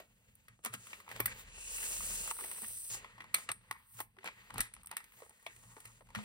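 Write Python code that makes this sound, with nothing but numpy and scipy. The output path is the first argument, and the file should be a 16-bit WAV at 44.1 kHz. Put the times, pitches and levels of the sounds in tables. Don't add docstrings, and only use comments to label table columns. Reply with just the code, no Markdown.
import sys
import numpy as np
from scipy import signal
from scipy.fft import rfft, irfft
from scipy.io import wavfile
from scipy.ndimage import uniform_filter1d

SR = 44100
rng = np.random.default_rng(int(sys.argv[2]) if len(sys.argv) > 2 else 0)


def waveform_to_disk(signal):
    frames = np.transpose(np.atleast_2d(signal))
    scaled = np.clip(frames, -1, 1) * 32767
    samples = np.round(scaled).astype(np.int16)
    wavfile.write(sys.argv[1], SR, samples)


def voltage_ratio(level):
    return 10 ** (np.asarray(level, float) / 20)


N = 275184
HZ = np.arange(N // 2 + 1) * SR / N + 1e-3

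# middle_s, half_length_s, deep_level_db, hum_over_deep_db
LEANS = [(0.76, 0.04, -85.5, 23), (1.237, 0.077, -66.5, 3.5), (1.42, 0.12, -60, -13),
         (1.752, 0.12, -57.5, -32), (1.984, 0.13, -56.5, -11), (2.28, 0.13, -60.5, -10),
         (2.9, 0.28, -69.5, -4.5), (3.34, 0.14, -87, 22), (4.385, 0.18, -76, 0), (4.556, 0.019, -66, 9),
         (4.608, 0.025, -57, -15), (5.874, 0.19, -75, 3), (6.184, 0.016, -64.5, 14.5)]
# pitch_hz, level_db
DEEP_COLOUR = [(26, -18), (31, -5), (38.5, -1), (46, -2), (60, -2.5), (75, -3.5), (90, -5.5)]
HUM_COLOUR = [(90, 1.5), (105, -7), (114, 9.5), (125, -5), (150, -5.5), (200, -2.5), (300, -17)]
DEEP_DB, HUM_DB, PATCHY_DB = -72, -76.5, 3.0
FAN_HZ, FAN_DB, FAN_OCTAVE_DB, FAN_NOISE_DB, FAN_IDLE_DB = 38, 1, -13, -6.5, -85

# middle_s, half_length_s, level_db, brightness_db
DRAGS = [(0.001, 0.029, -59.5, -15), (0.662, 0.012, -50, -4), (0.744, 0.01, -46, -8.5),
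         (0.882, 0.075, -63.5, 1.5), (1.121, 0.016, -49.5, -16.5), (1.17, 0.021, -51.5, -14),
         (1.296, 0.025, -61.5, 0), (1.317, 0.087, -56, -13.5), (1.398, 0.022, -62, 0.5),
         (1.58, 0.027, -61, -4), (1.846, 0.057, -57, -9), (2.312, 0.0061, -51, 6.5),
         (2.474, 0.097, -44, -13), (2.637, 0.06, -48, -17), (2.974, 0.05, -56, -15),
         (3.404, 0.037, -61.5, 2.5), (3.95, 0.055, -92.5, 29), (4.006, 0.023, -54, -2),
         (4.016, 0.0047, -71, 22.5), (4.269, 0.016, -51.5, -15.5), (4.59, 0.016, -44.5, -23),
         (4.935, 0.025, -51, -40), (5.22, 0.077, -80, 12.5), (5.688, 0.22, -73, 6), (5.888, 0.073, -84, 10),
         (6.176, 0.018, -53.5, -11.5)]
# time_s, level_db
GRIP = [(0.0, -79.5), (0.54, -75), (0.69, -113), (0.9, -66.5), (1.27, -62.5), (1.45, -63.5), (2.47, -55.5),
        (3.0, -63.5), (3.45, -69), (3.77, -60.5), (4.05, -77), (4.26, -63.5), (4.45, -63), (4.78, -63),
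        (5.51, -73), (5.79, -71), (6.1, -73.5), (6.24, -50)]
# time_s, level_db
PEEL = [
    (1.42, -84),
    (1.61, -54),
    (1.77, -44),
    (2.15, -43.5),
    (2.28, -46.5),
    (2.8, -46.5),
    (2.95, -48),
    (2.99, -63),
    (3.06, -106),
]
PEEL_MIDDLE_DB, PEEL_BODY_DB, RASP_RISE_DB_PER_S = -6.5, -13, 3
RASP_FOLLOWS = 0.59
GRIP_TREBLE_DB, GRIP_MIDDLE_DB = -13, -13
DRAG_MIDDLE_DB, DRAG_MIDDLE_SHARE = -0.5, 0.74
# pitch_hz, level_db
TREBLE_COLOUR = [(8000, 3), (8600, -1), (9600, -1), (11500, -6.5), (13000, -7.5), (15000, -10.5),
                 (15700, -2)]
MIDDLE_COLOUR = [(2000, -57), (2700, -14), (3600, -13), (5200, -6), (6500, 2), (7300, 10), (7750, 2)]
BODY_COLOUR = [(170, 1), (300, -9.5), (500, 0), (750, -10), (1100, -4.5), (1950, -2.5), (2600, 0),
               (5000, -15)]

# start_s, thud_level_db, crack_level_db, panel_pitch_hz
PICKS = [(0.0014, -49.5, -57.5, 580), (0.353, -76, -53, 980), (0.4825, -55.5, -51.5, 1470),
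         (0.5903, -62.5, -84.5, 430), (0.648, -44, -27, 1310), (0.6594, -38.5, -32.5, 1190),
         (0.7385, -44.5, -29.5, 1300), (0.8688, -53.5, -47, 1430), (0.9308, -43, -77, 2140),
         (1.0013, -54, -53, 1238), (1.0896, -50, -50, 1260), (1.1137, -43.5, -49, 1880),
         (1.125, -74, -53, 1800), (1.202, -33.5, -26.5, 1270), (1.258, -36, -23, 1880),
         (1.2688, -53, -38, 1950), (1.292, -55, -83, 2020)]
TICKS = [(0.905, -58, -60, 2080), (0.941, -57, -64, 2200), (1.065, -64, -73, 1140), (1.079, -51, -67, 960),
         (1.101, -55, -60, 1100), (1.108, -61, -60, 1000), (1.162, -48, -46, 1970), (1.195, -48, -57, 1200),
         (1.217, -54, -60, 1100), (1.279, -48, -52, 1900), (2.259, -51.5, -50, 590), (2.3, -61, -46, 900),
         (2.439, -46.5, -50, 1630), (2.465, -62, -60, 600), (2.559, -59, -51, 1000),
         (2.584, -54.5, -60, 900), (2.705, -64, -41, 700), (2.774, -66, -38, 1840), (2.901, -57, -45, 2900),
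         (2.936, -52, -45, 2700), (3.22, -57, -58, 1800), (3.397, -58, -60, 650), (3.494, -41.5, -53, 920),
         (4.167, -61, -79, 827), (4.231, -58, -68, 1160), (4.285, -44.5, -66, 900), (4.482, -72, -69, 2450),
         (0.638, -66, -51, 1010), (3.725, -50.5, -50, 1100), (3.99, -48, -56, 1100),
         (4.558, -48.5, -59, 1200), (4.592, -40, -57, 1300), (4.749, -65, -47, 2000),
         (4.845, -61.5, -68, 1000), (4.893, -62, -70, 1120), (4.935, -50.5, -65, 686),
         (5.003, -54.5, -58, 1020), (5.121, -62.5, -70, 1880), (5.138, -65, -72, 1000),
         (5.203, -60, -53, 820), (5.231, -52.5, -70, 460), (5.262, -58.5, -70, 520),
         (5.307, -60.5, -70, 1100), (5.427, -68, -56, 940), (5.713, -69, -65, 1010), (5.78, -57, -70, 450),
         (5.875, -70, -51, 1800), (6.02, -59.5, -79, 536), (6.07, -68, -68, 1200)]
TUGS = [(1.578, -55.5, -70, 480), (1.782, -49.5, -49, 1550), (1.908, -53, -60, 560), (2.14, -51, -60, 1000),
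        (2.235, -53, -58, 540), (1.8281, -46.5, -39, 1580), (2.006, -47, -59, 1030),
        (2.2754, -43.5, -32, 1320), (2.311, -37.5, -34, 990), (2.366, -55, -52, 1110),
        (2.388, -46.5, -56, 1090), (2.3988, -50.5, -42, 1150), (2.4085, -47.5, -35, 1200),
        (2.444, -48, -35, 583), (2.514, -45, -39, 1220), (2.6189, -48.5, -43, 633), (2.6317, -48, -56, 895),
        (2.6436, -47.5, -57, 1750), (2.9489, -50, -36, 765), (3.0452, -46, -94, 910),
        (3.1805, -51.5, -82, 930), (3.2045, -45, -81, 1600), (3.2414, -52.5, -57, 880)]
CREASES = [(3.343, -30.5, -14, 2340), (3.352, -53.5, -35, 1800), (3.3836, -48, -45, 826),
           (3.4895, -35, -35, 1970), (3.499, -39.5, -51, 1040), (3.516, -42.5, -23.5, 1880),
           (3.7112, -39.5, -32.5, 1220), (4.0031, -37.5, -33, 970), (4.186, -52.5, -93, 1620),
           (4.243, -46.5, -42, 950), (4.258, -43, -45.5, 1880), (4.274, -39.5, -76, 1800),
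           (4.5038, -46, -55, 1020), (4.5406, -47, -40.5, 820), (4.5805, -40, -29, 1030),
           (4.6048, -34, -18.5, 1800), (4.6123, -41.5, -29, 1870)]
SETTLES = [(4.7375, -57, -36.5, 2020), (4.7648, -56, -58, 1010), (4.8323, -65, -47.5, 1040),
           (4.8592, -68, -39.5, 910), (4.8706, -57.5, -38, 1830), (4.9127, -41.5, -36, 875),
           (4.9254, -45, -65, 724), (4.9676, -41, -27.5, 1880), (4.9776, -49.5, -44, 1820),
           (5.0412, -58, -47.5, 2060), (5.2201, -47.5, -74, 507), (5.2492, -65, -60, 536),
           (5.294, -64, -46.5, 920), (5.464, -42, -48, 2260), (5.4726, -53, -62, 630),
           (5.563, -60.5, -52, 2020), (5.6368, -62, -68, 950), (5.766, -48.5, -77, 714),
           (5.8026, -63, -44, 1950), (5.853, -53, -39.5, 1900), (6.0076, -54, -89, 520),
           (6.088, -62, -61.5, 980), (6.103, -58, -62, 990), (6.1492, -38, -44.5, 1150),
           (6.1574, -39, -55, 1530), (6.1876, -44, -65, 854)]
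# start_s, crack_level_db
THREADS = [(2.3494, -36), (2.3964, -36), (2.4034, -35), (2.588, -37), (2.6194, -30), (2.6384, -34),
           (2.6824, -29), (2.7994, -41), (2.8184, -42), (2.8764, -38)]
THREAD_DB = -3.5
# pitch_hz, level_db
CHEST_COLOUR = [(250, -8.5), (400, -2.5), (700, -8.5), (1100, 1.5), (1400, -0.5)]
EDGE_COLOUR = [(1200, 2.5), (1500, -9.5), (1950, 6), (2400, 5.5), (3200, -1), (4500, -19)]
CRACK_COLOUR = [(2300, -24), (3000, -6), (4200, 2.5), (5500, 1.5), (7700, 4.5)]
SPARK_COLOUR = [(8000, 0), (10000, 0), (12500, -4), (15700, -11)]
EVEN_HZ, CHEST_DB_PER_OCTAVE, EDGE_DB_PER_OCTAVE, MIDDLE_SHARE = 1150, 3, 11, 0.43
ROOM_T60_S, ROOM_DB, WALL_CUT_HZ = 0.21, -12, 4500

# start_s, peak_level_db, pitch_hz, t60_s
KNOCKS = [(0.497, -60.5, 116, 0.34), (0.698, -52, 117.8, 0.36), (1.201, -45.5, 111.7, 0.4),
          (1.258, -50, 115, 0.35), (2.909, -54.5, 112.6, 0.56), (3.501, -47.5, 112.5, 0.1),
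          (3.7, -51, 112, 0.11), (3.949, -55.5, 114.5, 0.39), (4.554, -41, 112.5, 0.25),
          (5.655, -58.5, 114, 0.17), (5.863, -58, 113, 0.23)]
THUMPS = [(1.203, -37.5, 553, 0.032), (1.204, -38, 310, 0.037), (0.66, -38, 734, 0.034),
          (5.222, -48, 473, 0.055), (6.009, -55.5, 545, 0.074), (0.649, -59, 431, 0.28),
          (0.664, -45, 226, 0.07), (0.743, -46, 245, 0.059), (1.201, -24.5, 401, 0.015),
          (2.42, -48.5, 394, 0.08), (2.625, -50, 220, 0.11), (4.179, -56.5, 382, 0.14),
          (4.559, -48.5, 262, 0.066), (4.598, -35.5, 193, 0.038), (5.766, -52, 433, 0.089)]
RINGS = [(3.344, -28.5, 4100, .012), (3.353, -30, 4100, .015), (3.343, -34, 4400, .008),
         (1.203, -32, 1880, .02), (4.967, -35.5, 1856, .015), (4.604, -33, 1960, .015),
         (3.49, -32.5, 2800, .01), (3.347, -38, 950, .03), (3.494, -40, 1000, .03),
         (2.312, -40, 1100, .015), (1.259, -26.5, 1942, 0.023), (1.279, -37, 1600, .015),
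         (1.292, -42, 2030, .02), (1.313, -47, 1600, .03), (1.329, -44, 1700, .02),
         (1.114, -37, 1906, .015), (0.932, -41, 2300, .012), (6.1495, -36, 1200, .015),
         (4.5, -48, 980, .015), (3.047, -48, 910, 0.033), (5.472, -43.5, 3450, .015),
         (3.711, -24, 1116, 0.018), (4.273, -39, 1990, .012), (4.258, -38, 1670, .012),
         (1.2, -42, 1800, .01), (3.711, -28.5, 1940, 0.014), (5.465, -36.5, 665, 0.027),
         (5.465, -31.5, 2250, 0.013)]
SIDE_KNOCK = [
    (6.165, -34, 211, 0.23),
]

# middle_s, half_length_s, upper_level_db, lower_level_db
SCRAPES = [(1.3, 0.022, -54.5, -78), (3.1, 0.34, -69.5, -77), (3.75, 0.038, -58, -58),
           (3.66, 0.03, -70, -71), (3.87, 0.085, -75, -73), (4.4, 0.054, -70, -76), (4.65, 0.028, -61, -70),
           (5.0, 0.036, -63, -69), (5.5, 0.032, -63, -82), (5.3, 0.16, -77, -84), (5.7, 0.1, -75, -73.5),
           (5.88, .03, -73, -72)]
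# pitch_hz, level_db
HIGH_SCRAPE_COLOUR = [(1500, -12), (1900, 0), (2500, -9)]
LOW_SCRAPE_COLOUR = [(800, -10), (1080, 0), (1450, -8)]
# pitch_hz, level_db
FLAP_COLOUR = [(2350, -12), (2660, -1.5), (3000, -7.5)]
FLAP_DB, FLAP_FADE_DB_PER_S = -56.5, 4

# pitch_hz, width_hz, level_db
PAPER_MODES = [(460, 20, 2.5), (895, 67, 4.5), (1040, 73, 1), (1220, 83, -1.5), (1550, 180, 2),
               (1880, 66, 5.5), (2020, 64, 2.5), (2260, 9.8, 6.5), (2700, 120, 1.5), (4070, 48, 3.5),
               (6950, 68, -8.5), (8370, 52, 5.5), (7800, 54, -1), (9470, 67, 0), (10200, 170, 1.5),
         (10900, 210, -3), (11350, 530, 5.5), (13600, 210, 0)]
DESK_ECHO_S, DESK_ECHO = 0.00092, 0.025
# pitch_hz, likeness_0_to_1
LIKENESS = [(30, .95), (250, .8), (1000, .8), (4000, .5), (5500, .6), (7000, .82), (9300, .98),
            (11700, .998), (16000, .8)]
# pitch_hz, left_over_right_db
PORT_BALANCE = [(200, -.2), (500, -1.5), (900, 1), (4000, 1), (8000, .5), (12000, -.5)]
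PORT_LAG_S, TURN_WIDTH_HZ = 215e-6, 400

# start_s, end_s, level_db The noise filter closes on the
DIMMED = [(1.186, 1.28, -2), (2.315, 2.9, -12.5), (3.514, 3.938, -8.5), (4.008, 4.205, -8.5),
          (4.681, 5.165, -3), (4.822, 4.908, -12), (4.92, 4.985, -6.5), (6, 6.054, -6)]
TOP_RIDES = [(0, .45, 7.5), (.95, 1.19, 4.5), (1.19, 1.28, 11), (1.34, 1.45, 8), (1.5, 1.72, -7.5),
             (3.45, 3.62, -8), (3.78, 4.12, 6.5), (4.33, 4.5, 6), (4.68, 4.8, -11), (5.05, 5.2, 8),
             (5.33, 5.45, 3)]
LOW_RIDES = [(0, .3, 3.5), (.6, .7, 1), (1.3, 1.65, -3), (3.1, 3.2, -2), (3.7, 4.0, -6.5), (4.33, 4.47, -7),
             (4.6, 5.15, -6), (5.7, 5.8, -1.5)]
SPLIT_HZ, TOP_BAND_HZ, LOW_BAND_HZ = 7800, (11800, 16400), (300, 780)
NOTCH_HZ, NOTCH_POWER = (6800, 7750), 1.7
TOP_HZ, CEILING = 15900, .42


def in_time(rows):
    s, *columns = np.transpose(rows)
    return [np.interp(np.arange(N) / SR, s, c) for c in columns]


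def at_hz(points):
    hz, value = np.transpose(points)
    return np.interp(np.log(HZ), np.log(hz), value)


def rms_one(x):
    return x / np.sqrt(np.mean(x ** 2) + 1e-20)


def colour(x, points):
    below = (points[0][0] * .94, points[0][1] - 25)
    above = (points[-1][0] * 1.06, points[-1][1] - 25)
    curve = [(1, -120), below] + list(points) + [above, (SR, -120)]
    return irfft(rfft(x) * voltage_ratio(at_hz(curve)), N)


def drift(rate_hz):
    r = np.exp(-2 * np.pi * rate_hz / SR)
    wander = signal.lfilter([1], [1, -2 * r, r * r], rng.standard_normal(N + SR))
    return rms_one(wander[SR:])


def ringing(hz, r):
    return [1, -2 * r * np.cos(2 * np.pi * hz / SR), r * r]


def bells(rows):
    t, power = np.arange(N) / SR, np.zeros((len(rows[0]) - 2, N))
    for s, half, *level_db in rows:
        near = slice(max(round((s - 4 * half) * SR), 0), round((s + 4 * half) * SR))
        swell = np.exp(-((t[near] - s) / half) ** 2)
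        power[:, near] += voltage_ratio(np.array(level_db))[:, None] ** 2 * swell
    return power


def rumble():
    leaning = bells([(s, half, db, db + hum) for s, half, db, hum in LEANS])
    deep, hum = np.sqrt(voltage_ratio([[DEEP_DB], [HUM_DB]]) ** 2 + leaning)
    noise = rng.standard_normal((3, N))
    phase = 2 * np.pi * FAN_HZ * np.arange(N) / SR
    tone = voltage_ratio(FAN_DB) * np.sin(phase) + voltage_ratio(FAN_OCTAVE_DB) * np.sin(2 * phase)
    tone = tone * [[1], [0], [0]]
    pressed = np.sqrt(voltage_ratio(FAN_IDLE_DB) ** 2 + leaning[0])
    deep_noise = deep * voltage_ratio(FAN_NOISE_DB) * rms_one(colour(noise, DEEP_COLOUR))
    return deep_noise + pressed * tone + hum * rms_one(colour(noise, HUM_COLOUR))


def friction():
    (peel_db,), (grip_db,) = in_time(PEEL), in_time(GRIP)
    rasp_db = PEEL_MIDDLE_DB + RASP_RISE_DB_PER_S * (np.arange(N) / SR - 2)
    rasp_db = rasp_db + (RASP_FOLLOWS - 1) * np.maximum(peel_db + 38.5, -25)
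    level = np.zeros(N)
    peel = voltage_ratio(peel_db + np.array([level, rasp_db, level + PEEL_BODY_DB]))
    grip = voltage_ratio(grip_db + np.array([[GRIP_TREBLE_DB], [GRIP_MIDDLE_DB], [0]]))
    drags = bells([(s, half, db + bright, db + DRAG_MIDDLE_DB + DRAG_MIDDLE_SHARE * bright, db)
                   for s, half, db, bright in DRAGS])
    return np.sqrt(peel ** 2 + grip ** 2 + drags)


def grains(per_s, spread_db, smooth):
    sizes = voltage_ratio(spread_db * np.minimum(rng.exponential(1, N), 5)) * (rng.random(N) < per_s / SR)
    return rng.standard_normal((3, N)) * (rms_one(sizes) + smooth)


def flecks(per_s, spread_db, count=14):
    sizes = voltage_ratio(spread_db * np.minimum(rng.exponential(1, N), 4)) * (rng.random(N) < per_s / SR)
    blows = sizes * rng.choice([-1, 1], (3, N))
    dealt, out = rng.integers(0, count, N), 0
    for k, hz in enumerate(np.geomspace(450, 4200, count)):
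        r = voltage_ratio(-60 * hz / (9.0 * SR))
        out = out + signal.lfilter([1, -1], ringing(hz, r), blows * (dealt == k) + 1e-18)
    return rms_one(out)


def rustle():
    flutter = drift(21.0)
    slips = grains(per_s=5000, spread_db=-2.5, smooth=2.15)
    treble, middle, body = friction()
    crinkle = body * voltage_ratio(-13.0 + 2.9 * drift(15)) * flecks(per_s=300, spread_db=-1.0)
    treble = treble * voltage_ratio(0.21 * flutter + 0.86 * drift(60)) * rms_one(colour(slips, TREBLE_COLOUR))
    middle = middle * voltage_ratio(2.5 + 1.6 * flutter + 0.31 * drift(60)) * rms_one(colour(slips, MIDDLE_COLOUR))
    body = body * voltage_ratio(-2.0 + 1.9 * flutter + 0.76 * drift(40)) * rms_one(colour(slips, BODY_COLOUR))
    return treble + dimming(DIMMED) * (middle + body + crinkle + flap() + scrape())


def snaps(events, crack_s=0.0027, body_s=0.0046, build_s=0.00092, width=0.46):
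    size = SR // 20
    t = np.arange(size) / SR - .002
    rising = np.exp(np.minimum(t, 0) / build_s)
    crack_shape = rising * np.exp(-np.maximum(t, 0) / crack_s)
    thud_shape = rising * np.exp(-np.maximum(t, 0) / body_s)
    trains = np.zeros((5, 3, N + size))
    for s, thud_db, treble_db, hz in events:
        octaves = np.log2(hz / EVEN_HZ)
        chest_db = thud_db - CHEST_DB_PER_OCTAVE * max(octaves, 0)
        edge_db = thud_db + EDGE_DB_PER_OCTAVE * min(octaves, 0)
        middle_db = min(edge_db + MIDDLE_SHARE * (treble_db - edge_db), treble_db + 1)
        noise = rng.standard_normal((3, size))
        ragged = voltage_ratio(4.4 * rng.standard_normal(size // 40 + 1)).repeat(40)[:size]
        crack = rms_one(noise * ragged * crack_shape)
        thud = rms_one(noise * np.sqrt(ragged) * thud_shape)
        r = np.exp(-np.pi * width * hz / SR)
        panel = rms_one(signal.lfilter([1, -1], ringing(hz, r), thud))
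        at = max(round((s - .001) * SR), 0)
        levels_db = thud_db - 15.5, chest_db - 4.5, edge_db - 8.0, middle_db - 20.0, treble_db - 13.0
        for train, burst, level_db in zip(trains, (panel, thud, thud, crack, crack), levels_db):
            train[:, at:at + size] += voltage_ratio(level_db) * burst
    panel, chest, edge, middle, treble = trains[..., :N]
    low = panel + colour(chest, CHEST_COLOUR) + colour(edge, EDGE_COLOUR)
    return low + colour(middle, CRACK_COLOUR) + colour(treble, SPARK_COLOUR)


def room(x):
    t = np.arange(SR // 2) / SR
    tail = rng.standard_normal((3, len(t))) * voltage_ratio(-60 * t / ROOM_T60_S) * (t > .006)
    tail = signal.lfilter([1], [1, -np.exp(-2 * np.pi * WALL_CUT_HZ / SR)], tail)
    tail = voltage_ratio(ROOM_DB) * tail / np.sqrt(np.sum(tail ** 2, axis=1, keepdims=True))
    return signal.fftconvolve(x[:1], tail, axes=1)[:, :N]


def knocks(table, swell_s, left_leads):
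    out, t = np.zeros((2, N + SR)), np.arange(SR) / SR
    lead = np.array([[left_leads], [0]])
    for s, peak_db, hz, t60 in table:
        ring = np.sin(2 * np.pi * hz * t + lead) * voltage_ratio(peak_db - 60 * t / max(t60, .02))
        at = round(s * SR)
        out[:, at:at + SR] += ring * (1 - np.exp(-t / swell_s))
    return out[:, :N]


def scrape():
    high, low = np.sqrt(bells(SCRAPES))
    high_noise = rms_one(colour(rng.standard_normal((3, N)), HIGH_SCRAPE_COLOUR))
    low_noise = rms_one(colour(rng.standard_normal((3, N)), LOW_SCRAPE_COLOUR))
    return high * voltage_ratio(3.1 * drift(28)) * high_noise + low * voltage_ratio(3.2 * drift(30)) * low_noise


def flap():
    peel_db, = in_time(PEEL)
    started_db = np.clip((peel_db + 63.0) / 5.3, -4, 0) * 10
    fade_db = FLAP_FADE_DB_PER_S * (np.arange(N) / SR - 1.6)
    level_db = FLAP_DB + started_db - fade_db + 2.0 * drift(5)
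    return voltage_ratio(level_db) * rms_one(colour(rng.standard_normal((3, N)), FLAP_COLOUR))


def surroundings(x):
    lift = np.prod([1 + (voltage_ratio(db) - 1) / (1 + 2j * (HZ - hz) / width_hz)
                    for hz, width_hz, db in PAPER_MODES], axis=0)
    echo = 1 + DESK_ECHO * np.exp(-2j * np.pi * HZ * DESK_ECHO_S)
    return irfft(rfft(x) * lift * echo, N)


def ports(strands):
    common, left, right = rfft(strands)
    alike = np.clip(at_hz(LIKENESS), 0, 1)
    cycles = HZ * PORT_LAG_S
    cycles = np.where(cycles < 1, cycles ** 1.17, cycles)
    turn = np.exp(-1j * np.pi * np.hypot(cycles - 1, TURN_WIDTH_HZ * PORT_LAG_S))
    shared = np.sqrt(alike) * common * np.array([turn, turn.conj()])
    pair = shared + np.sqrt(1 - alike) * np.array([left, right])
    return irfft(pair * voltage_ratio(at_hz(PORT_BALANCE) * [[.5], [-.5]]), N)


def dimming(table):
    db = np.zeros(N)
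    for start, end, level_db in table:
        db[round(start * SR):round(end * SR)] = level_db
    return voltage_ratio(uniform_filter1d(db, size=500))


def ride(x, band_hz, gain):
    band = signal.butter(3, band_hz, "band", fs=SR, output="sos")
    return x + (gain - 1) * signal.sosfiltfilt(band, x)


def scene():
    building = rumble() * voltage_ratio(PATCHY_DB * drift(4.0))
    clicks, dim = snaps(PICKS + TUGS + CREASES + SETTLES), dimming(DIMMED)
    echoes = room(clicks)
    under_split = signal.sosfiltfilt(signal.butter(6, SPLIT_HZ, fs=SR, output="sos"), echoes)
    paper = rustle() + clicks + echoes + (dim - 1) * under_split
    threads = [(s, -80, db + THREAD_DB, 1000) for s, db in THREADS]
    ticks = snaps(TICKS + threads, crack_s=0.0021, body_s=0.0035)
    desk = knocks(KNOCKS, swell_s=.003, left_leads=-.1) + knocks(THUMPS, swell_s=.0015, left_leads=-.9)
    desk = desk + knocks(SIDE_KNOCK, swell_s=.012, left_leads=1.8)
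    rings = knocks(RINGS, swell_s=0.00056, left_leads=0.99)
    heard = ports(surroundings(paper + ticks) + building) + desk + rings
    heard = ride(heard, TOP_BAND_HZ, dimming(TOP_RIDES))
    heard = ride(heard, LOW_BAND_HZ, dimming(LOW_RIDES))
    return ride(heard, NOTCH_HZ, dim ** NOTCH_POWER)


def roll_off(x):
    return signal.sosfilt(signal.butter(12, 16840, fs=SR, output="sos"), x)


def record(dry):
    rounded = CEILING * np.tanh(dry / CEILING)
    top_cut = signal.cheby2(10, 30, TOP_HZ + 500, fs=SR, output="sos")
    mix = signal.sosfilt(top_cut, rounded)
    return roll_off(mix)


dry = scene()
out = record(dry)
waveform_to_disk(out)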